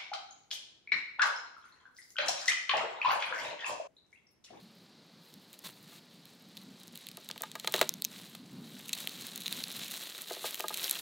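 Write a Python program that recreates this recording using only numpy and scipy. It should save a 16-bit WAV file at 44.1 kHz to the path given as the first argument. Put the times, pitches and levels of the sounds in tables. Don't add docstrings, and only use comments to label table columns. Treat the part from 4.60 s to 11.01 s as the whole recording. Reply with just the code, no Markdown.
import sys
import numpy as np
from scipy import signal
from scipy.fft import rfft, irfft, next_fast_len
from scipy.io import wavfile
from scipy.ndimage import map_coordinates

SR = 44100
rng = np.random.default_rng(int(sys.argv[2]) if len(sys.argv) > 2 else 0)


def wav_out(sig):
    wavfile.write(sys.argv[1], SR, np.round(np.clip(np.atleast_2d(sig).T, -1, 1) * 32767).astype(np.int16))


N = 282681

# (time [s], level [dB])
FINGER_GRIP = [(0, -72), (0.5, -79.5), (0.95, -65.5), (1.8, -66.5), (2.4, -60.5), (3.05, -56), (3.36, -63),
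               (3.95, -63), (4.2, -55), (4.36, -46.5), (4.78, -50), (4.95, -47), (5.4, -47), (5.6, -50.5),
               (5.83, -45.5), (6.1, -46.5), (6.3, -43), (6.4, -49)]


def rustle(gain_db=-1, coarse_db=-7, tick_db=-9, light_touch_db=-60, unsteady_db=1.8):
    # (middle [s], length [s], peak [dB])
    squeezes = [(0.68, 0.13, -66), (0.94, 0.028, -57), (1.07, 0.073, -49.5), (2.03, 0.06, -64),
                (3.19, 0.16, -44), (3.58, 0.27, -52.5), (4.35, 0.037, -49), (4.99, 0.09, -46),
                (5.17, 0.08, -46.5), (5.32, 0.065, -49.5), (5.43, 0.15, -48), (6.24, 0.2, -42.5)]
    # (time [s], treble relative to body [dB])
    brightness = [(0.6, -3.5), (1.9, -12), (2.7, -15), (3.5, -9.5), (4.6, -9.5), (5.0, -8.5), (6.3, -6)]
    grip_db = curves(FINGER_GRIP)[0] + unsteady_db * wobble(14)
    pressure_db = 10 * np.log10(amp(grip_db) ** 2 + swells(squeezes))
    treble_db, = curves(brightness)
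    fine = np.array(crackle(per_second=4500, spread_db=2.5, clump_db=1.5))
    coarse = np.array(crackle(per_second=220, spread_db=1.0, clump_db=2.0))
    body, treble = fine + amp(coarse_db) * coarse
    fizz = amp(pressure_db + gain_db) * (body + amp(treble_db) * treble)
    sparse = sum(crackle(per_second=31, spread_db=5, clump_db=-1.0))
    ticks = unit(high_pass(sparse, 3900, order=3))
    return fizz + amp(np.minimum(pressure_db, light_touch_db) + tick_db) * ticks


def crackle(per_second, spread_db, clump_db):
    # (frequency [Hz], level [dB])
    skin_tone = [(150, -32), (330, -3), (900, -9), (1600, -7.5), (2500, -6.5), (3300, -3), (4000, 0.5),
                 (4900, -10.5), (6500, -10), (10500, -9), (14000, -5.5), (16500, -10.5)]
    when, pitch, strength, sign, life = rng.random((int(per_second * N / SR), 5)).T
    t = np.arange(80) / SR
    hz = 1000 + 15000 * pitch[:, None]
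    t60 = 0.00024 + 0.0015 * life[:, None]
    size = amp(spread_db * np.minimum(-np.log(1 - strength), 4.2)) * np.sign(sign - .5)
    pings = size[:, None] * np.cos(2 * np.pi * hz * t) * amp(-60 * t / t60)
    positions = (when * N).astype(int)[:, None] + np.arange(len(t))
    cracks = np.bincount(positions.ravel(), pings.ravel(), minlength=N)[:N]
    clumps = amp(clump_db * (wobble(170) + 0.95 * wobble(35)))
    skin = coloured(cracks * clumps, skin_tone)
    body = filtered(skin, lambda hz: 1 / (1 + (hz / 9000) ** 8))
    return unit(body), unit(skin - body)


def snaps(flake_cycles=16, tick_hz=12300, tick_t60=0.00078, grit=0.72, noisy_db=-2, tick_gain_db=-1):
    # (time [s], ring level [dB], flake pitch [Hz], rough fade time [s], tick level [dB])
    big_snaps = [(0.7401, -55, 4060, 0.0057, -51.5), (0.9307, -54, 8150, 0.008, -51),
                 (0.991, -60, 4530, 0.0094, -47.5), (1.6552, -55, 3900, 0.006, -54),
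                 (1.97, -45, 4500, 0.0081, -52), (1.9751, -45.5, 3900, 0.0082, -53),
                 (2.3565, -47, 4370, 0.0063, -46), (2.3753, -48, 3960, 0.0042, -46),
                 (2.4688, -42.5, 3430, 0.0066, -44), (2.4875, -44, 4070, 0.0037, -47),
                 (2.5152, -48.5, 4800, 0.006, -52), (2.5712, -48.5, 4270, 0.0072, -44.5),
                 (2.6894, -41, 3700, 0.0055, -41.5), (2.7124, -35.5, 4260, 0.0039, -63),
                 (2.7785, -44, 3020, 0.0084, -49), (2.8205, -41.5, 6350, 0.003, -33),
                 (2.9158, -43, 3800, 0.0059, -50), (2.998, -40, 3930, 0.0086, -43.5),
                 (3.0744, -27, 3580, 0.01, -50), (3.1232, -49, 7700, 0.0043, -36),
                 (3.1622, -33.5, 3970, 0.0065, -35), (3.1923, -32, 4140, 0.008, -38),
                 (3.2924, -27.5, 6180, 0.0055, -28.5), (3.3396, -38, 6450, 0.0024, -39),
                 (3.4214, -34.5, 4430, 0.0026, -32.5), (3.444, -39, 6550, 0.0026, -39),
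                 (3.449, -26, 6240, 0.012, -29.5), (3.751, -45, 3860, 0.012, -47.5),
                 (4.293, -38, 3760, 0.008, -39), (4.3307, -27, 3860, 0.024, -33),
                 (4.4734, -31, 3230, 0.0013, -37.5), (4.6681, -44, 4070, 0.01, -39),
                 (4.7592, -40, 3700, 0.008, -38), (4.777, -44, 3940, 0.0091, -39.5),
                 (4.86, -35, 3670, 0.0054, -46), (4.8645, -32, 3600, 0.0058, -54),
                 (4.8799, -33, 3750, 0.0046, -39), (4.9263, -31.5, 4100, 0.0044, -35.5),
                 (5.0387, -31.5, 4070, 0.0065, -41), (5.3179, -47, 4340, 0.015, -38),
                 (5.619, -52, 3700, 0.0074, -38), (5.909, -50.5, 4100, 0.008, -40),
                 (5.9446, -36, 3100, 0.0031, -37), (6.0056, -34.5, 2460, 0.0066, -34.5),
                 (6.0827, -33.5, 3750, 0.021, -32.5), (6.142, -33.5, 3880, 0.015, -34),
                 (6.1734, -40, 3900, 0.0058, -35.5), (6.243, -35.5, 5500, 0.0098, -36.5),
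                 (6.2802, -35.5, 3100, 0.0028, -46), (6.296, -36, 3770, 0.015, -30),
                 (6.311, -30.5, 4000, 0.0062, -24.5), (6.3542, -36.5, 3340, 0.0057, -57)]
    # (frequency [Hz], level [dB])
    noisy_ring_tone = [(1000, -23.5), (2400, -12), (3200, -7.5), (3700, -1), (4150, 1), (4900, -25),
                       (6500, -12.5), (10000, -19.5), (16000, -31)]
    out, t = np.zeros(N), np.arange(SR // 30) / SR
    for start, ring_db, hz, fade_s, tick_db in [*big_snaps, *small_snaps()]:
        detune = np.exp(0.021 * rng.standard_normal(3))
        ring_noise, edge_noise = rng.standard_normal((2, len(t)))
        flake = damped(t, hz, flake_cycles / hz)
        flake += 0.21 * damped(t, 3700 * detune[0], fade_s / 2)
        flake += 0.24 * damped(t, 6300 * detune[1], 0.00026)
        noisy_ring = coloured(ring_noise * amp(-60 * t / (1.07 * fade_s)), noisy_ring_tone)
        drop_db = -14 * np.log2(max(hz, 3800) / 3800)
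        ring = burst(flake, 0.0017) + amp(noisy_db + drop_db) * burst(noisy_ring, fade_s / 2)
        ring = high_pass(ring, min(2700, .5 * hz), order=5)
        edge = damped(t, min(tick_hz * detune[2], 15000), tick_t60)
        edge += grit * edge_noise * amp(-60 * t / (0.68 * fade_s))
        edge = high_pass(edge, 5950, order=3)
        add(out, start, amp(ring_db) * burst(ring, 0.0043))
        add(out, start, amp(tick_db + tick_gain_db) * burst(edge, 0.0062))
    return out


def small_snaps(firm_grip_db=-45.5, firm_per_second=22, spread_db=2.2, slots=640):
    when, chance = rng.random((slots, 2)).T
    ring, pitch, tick = np.clip(rng.standard_normal((slots, 3)), -2, 2).T
    slot_s = N / SR / slots
    start = (np.arange(slots) + when) * slot_s
    firmness_db = np.interp(start, *np.transpose(FINGER_GRIP)) - firm_grip_db
    breaks = chance < slot_s * firm_per_second * 2 ** (firmness_db / 6)
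    force_db = 0.85 * firmness_db
    ring_db = -45 + force_db + spread_db * ring
    tick_db = -42 + force_db + spread_db * tick
    hz = 3800 * np.exp(0.13 * pitch)
    fade_s = np.full(slots, 0.015)
    return np.column_stack([start, ring_db, hz, fade_s, tick_db])[breaks]


def knocks(crack_gain_db=-5.0, crack_t60=0.025, roughness=0.38, rise_s=0.00079):
    # (time [s], wood level [dB], hardness [dB], crack level [dB])
    blows = [(1.327, -65, 10, -63), (2.574, -53, -11, -52), (2.701, -53.5, -4, -41.5), (2.76, -57, -7, -46),
             (2.808, -51.5, -10, -45), (2.8346, -44.5, 11, -34), (2.9543, -46.5, 0, -34),
             (3.0458, -55, 7, -34.5), (3.0743, -40, 0, -28), (3.1403, -33, -18, -21), (3.154, -47, 9, -32),
             (3.1806, -48, -10, -32), (3.19, -46, 12, -44), (3.2136, -30, -9, -16),
             (3.227, -43.5, 5, -27.5), (3.7498, -65, 4, -47), (4.4727, -59, -2, -43.5),
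             (5.708, -40, -16.5, -42), (5.765, -49, -14, -45), (5.841, -38.5, -3, -59),
             (5.998, -42.5, -8, -38), (6.04, -37.5, 0, -54), (6.104, -43, 1, -55)]
    # (frequency [Hz], level [dB], time to fade by 60 dB [s])
    board_tones = [(324.4, -5.5, 0.085), (384, 0.5, 0.089), (486.6, -0.5, 0.1), (608, -3.5, 0.14),
                   (684, 4, 0.058), (860, 3.5, 0.057), (1000, -3, 0.039), (1229, 4.5, 0.056),
                   (1643, -8.5, 0.097), (1857, -17, 0.064), (2140, -26, 0.2), (2930, -11, .07)]
    # (frequency [Hz], level [dB])
    crack_tone = [(200, -16), (700, 4.5), (1300, -2), (1900, 2), (2600, -2.5), (3850, 4.5), (4450, -7),
                  (5800, -10.5), (7000, -9), (11000, -19.5), (16000, -10)]
    out, t = np.zeros(N), np.arange(SR // 6) / SR
    for start, wood_db, hardness_db, crack_db in blows:
        wood = np.zeros(len(t))
        for k, (hz, tone_db, t60) in enumerate(board_tones):
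            highness = np.clip(np.log2(hz / 680) / 0.4, 0, 1)
            spot_db, detune = rng.normal(0, [1.2, .008])
            gain = amp(tone_db + highness * (hardness_db + 6) + spot_db)
            wood += (-1) ** k * gain * damped(t, hz * (1 + detune), t60)
        wood = high_pass(wood * (1 - np.exp(-t / rise_s)), 307, order=4)
        crack = roughness * rng.standard_normal(len(t)) * amp(-60 * t / crack_t60)
        crack[0] += 2.05
        add(out, start, amp(wood_db) * burst(wood, 0.019))
        add(out, start, amp(crack_db + crack_gain_db) * burst(coloured(crack, crack_tone), 0.01))
    return out


def rubs(fade_s=0.01):
    # (start [s], length [s], level [dB], relative treble [dB], relative scrape [dB])
    slides = [(1.041, 0.033, -46.5, -7.5, -11.5), (1.274, 0.12, -57, -9, -26),
              (5.851, 0.026, -36.5, -7, -31), (6.232, 0.028, -43, 2, -32)]
    # (frequency [Hz], level [dB])
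    scrape_tone = [(250, -45), (600, -11), (1100, 7), (1600, 0), (2500, -45), (6000, -32)]
    body, treble = crackle(per_second=13000, spread_db=-2.0, clump_db=1.0)
    scrape = unit(coloured(rng.standard_normal(N), scrape_tone))
    out, t = np.zeros(N), np.arange(N) / SR
    for start, length, db, treble_db, scrape_db in slides:
        stroke = np.clip(np.minimum(t - start, start + length - t) / fade_s + .5, 0, 1)
        out += amp(db) * stroke * (body + amp(treble_db) * treble + amp(scrape_db) * scrape)
    return out


def echo(x):
    # (frequency [Hz], time to fade by 60 dB [s])
    fade_times = [(200, 0.073), (1000, 0.3), (4000, 0.31), (6000, 0.072), (12000, 0.019)]
    hz, t, noise = signal.stft(rng.standard_normal(SR // 3), SR, nperseg=256)
    fade = amp(-60 * t / along(fade_times, hz)[:, None])
    tail = signal.istft(noise * fade, SR, nperseg=256)[1]
    return signal.fftconvolve(x, tail / np.linalg.norm(tail))[:N]


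def outdoors(rumble_gain_db=-1.5, flutter_db=1.5, drift_db=2.0, hiss_db=-62.0):
    # (frequency [Hz], level [dB])
    rumble_tone = [(25, 0), (50, -12), (78, -35), (100, -12.5), (135, -5), (180, 3), (245, -0.5), (320, -9),
                   (450, -19.5), (700, -27.5), (1500, -28), (4000, -89)]
    hiss_tone = [(80, -14.5), (300, 8), (600, 4), (1300, -2), (2800, -3), (3500, 0), (4050, 5), (4700, 1.5),
                 (5600, -6), (8000, -14), (10500, -19), (16000, -31)]
    # (time [s], level [dB])
    rumble_levels = [(0, -56), (0.9, -65.5), (1.1, -58.5), (2.9, -56.5), (3.1, -54.5), (3.55, -55.5),
                     (4.15, -51), (5.22, -53.5), (5.45, -63.5), (6.4, -64)]
    # (middle [s], length [s], peak [dB])
    arm_bumps = [(0.75, 0.1, -56), (2.09, 0.14, -51), (3.25, 0.05, -49), (3.37, 0.15, -52.5),
                 (3.98, 0.11, -40.5)]
    rumble = unit(coloured(rng.standard_normal(N), rumble_tone) * amp(flutter_db * wobble(25)))
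    hiss = unit(coloured(rng.standard_normal(N), hiss_tone))
    air = amp(curves(rumble_levels)[0] + drift_db * wobble(13))
    return amp(rumble_gain_db) * np.sqrt(air ** 2 + swells(arm_bumps)) * rumble + amp(hiss_db) * hiss


def amp(db):
    return 10 ** (np.asarray(db) / 20)


def unit(x):
    return x / np.sqrt(np.mean(x ** 2) + 1e-20)


def burst(x, seconds):
    return x * np.sqrt(seconds * SR / (np.sum(x ** 2) + 1e-20))


def along(points, hz):
    frequencies, values = np.transpose(points)
    return np.interp(np.log(hz + 1), np.log(frequencies), values)


def curves(rows):
    times, *columns = np.transpose(rows)
    return [np.interp(np.arange(N) / SR, times, column) for column in columns]


def swells(rows):
    t = np.arange(N) / SR
    return sum(amp(db) ** 2 * np.exp(-2 * (2 * (t - middle) / length) ** 2) for middle, length, db in rows)


def wobble(per_second):
    points = rng.standard_normal(int(N * per_second / SR) + 4)
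    return map_coordinates(points, [np.arange(N) * per_second / SR])


def damped(t, hz, t60):
    return np.sin(2 * np.pi * hz * t) * np.exp(-np.log(1000) * t / t60)


def add(track, seconds, sound):
    start = max(round(seconds * SR), 0)
    part = track[start:start + len(sound)]
    part += sound[:len(part)]


def filtered(x, response):
    size = next_fast_len(len(x) + 8192)
    return irfft(rfft(x, size) * response(np.fft.rfftfreq(size, 1 / SR)), size)[:len(x)]


def coloured(x, tone, size=4096):
    gains = amp(along(tone, np.fft.rfftfreq(size, 1 / SR)))
    cepstrum = irfft(np.log(gains))
    cepstrum[1:size // 2] *= 2
    cepstrum[size // 2 + 1:] = 0
    return signal.fftconvolve(x, irfft(np.exp(rfft(cepstrum))))[:len(x)]


def high_pass(x, hz, order):
    return signal.sosfilt(signal.butter(order, hz, "high", fs=SR, output="sos"), x)


def scene(echo_db=-23):
    background = outdoors()
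    garlic = rustle() + rubs() + knocks() + snaps()
    mono = garlic + amp(echo_db) * echo(garlic) + background
    return np.array([mono, mono])


def record(dry, top_hz=16000):
    thin = high_pass(dry, 94, order=3)
    return np.array([filtered(channel, lambda hz: 1 / (1 + (hz / top_hz) ** 160)) for channel in thin])


dry = scene()
out = record(dry)
wav_out(out)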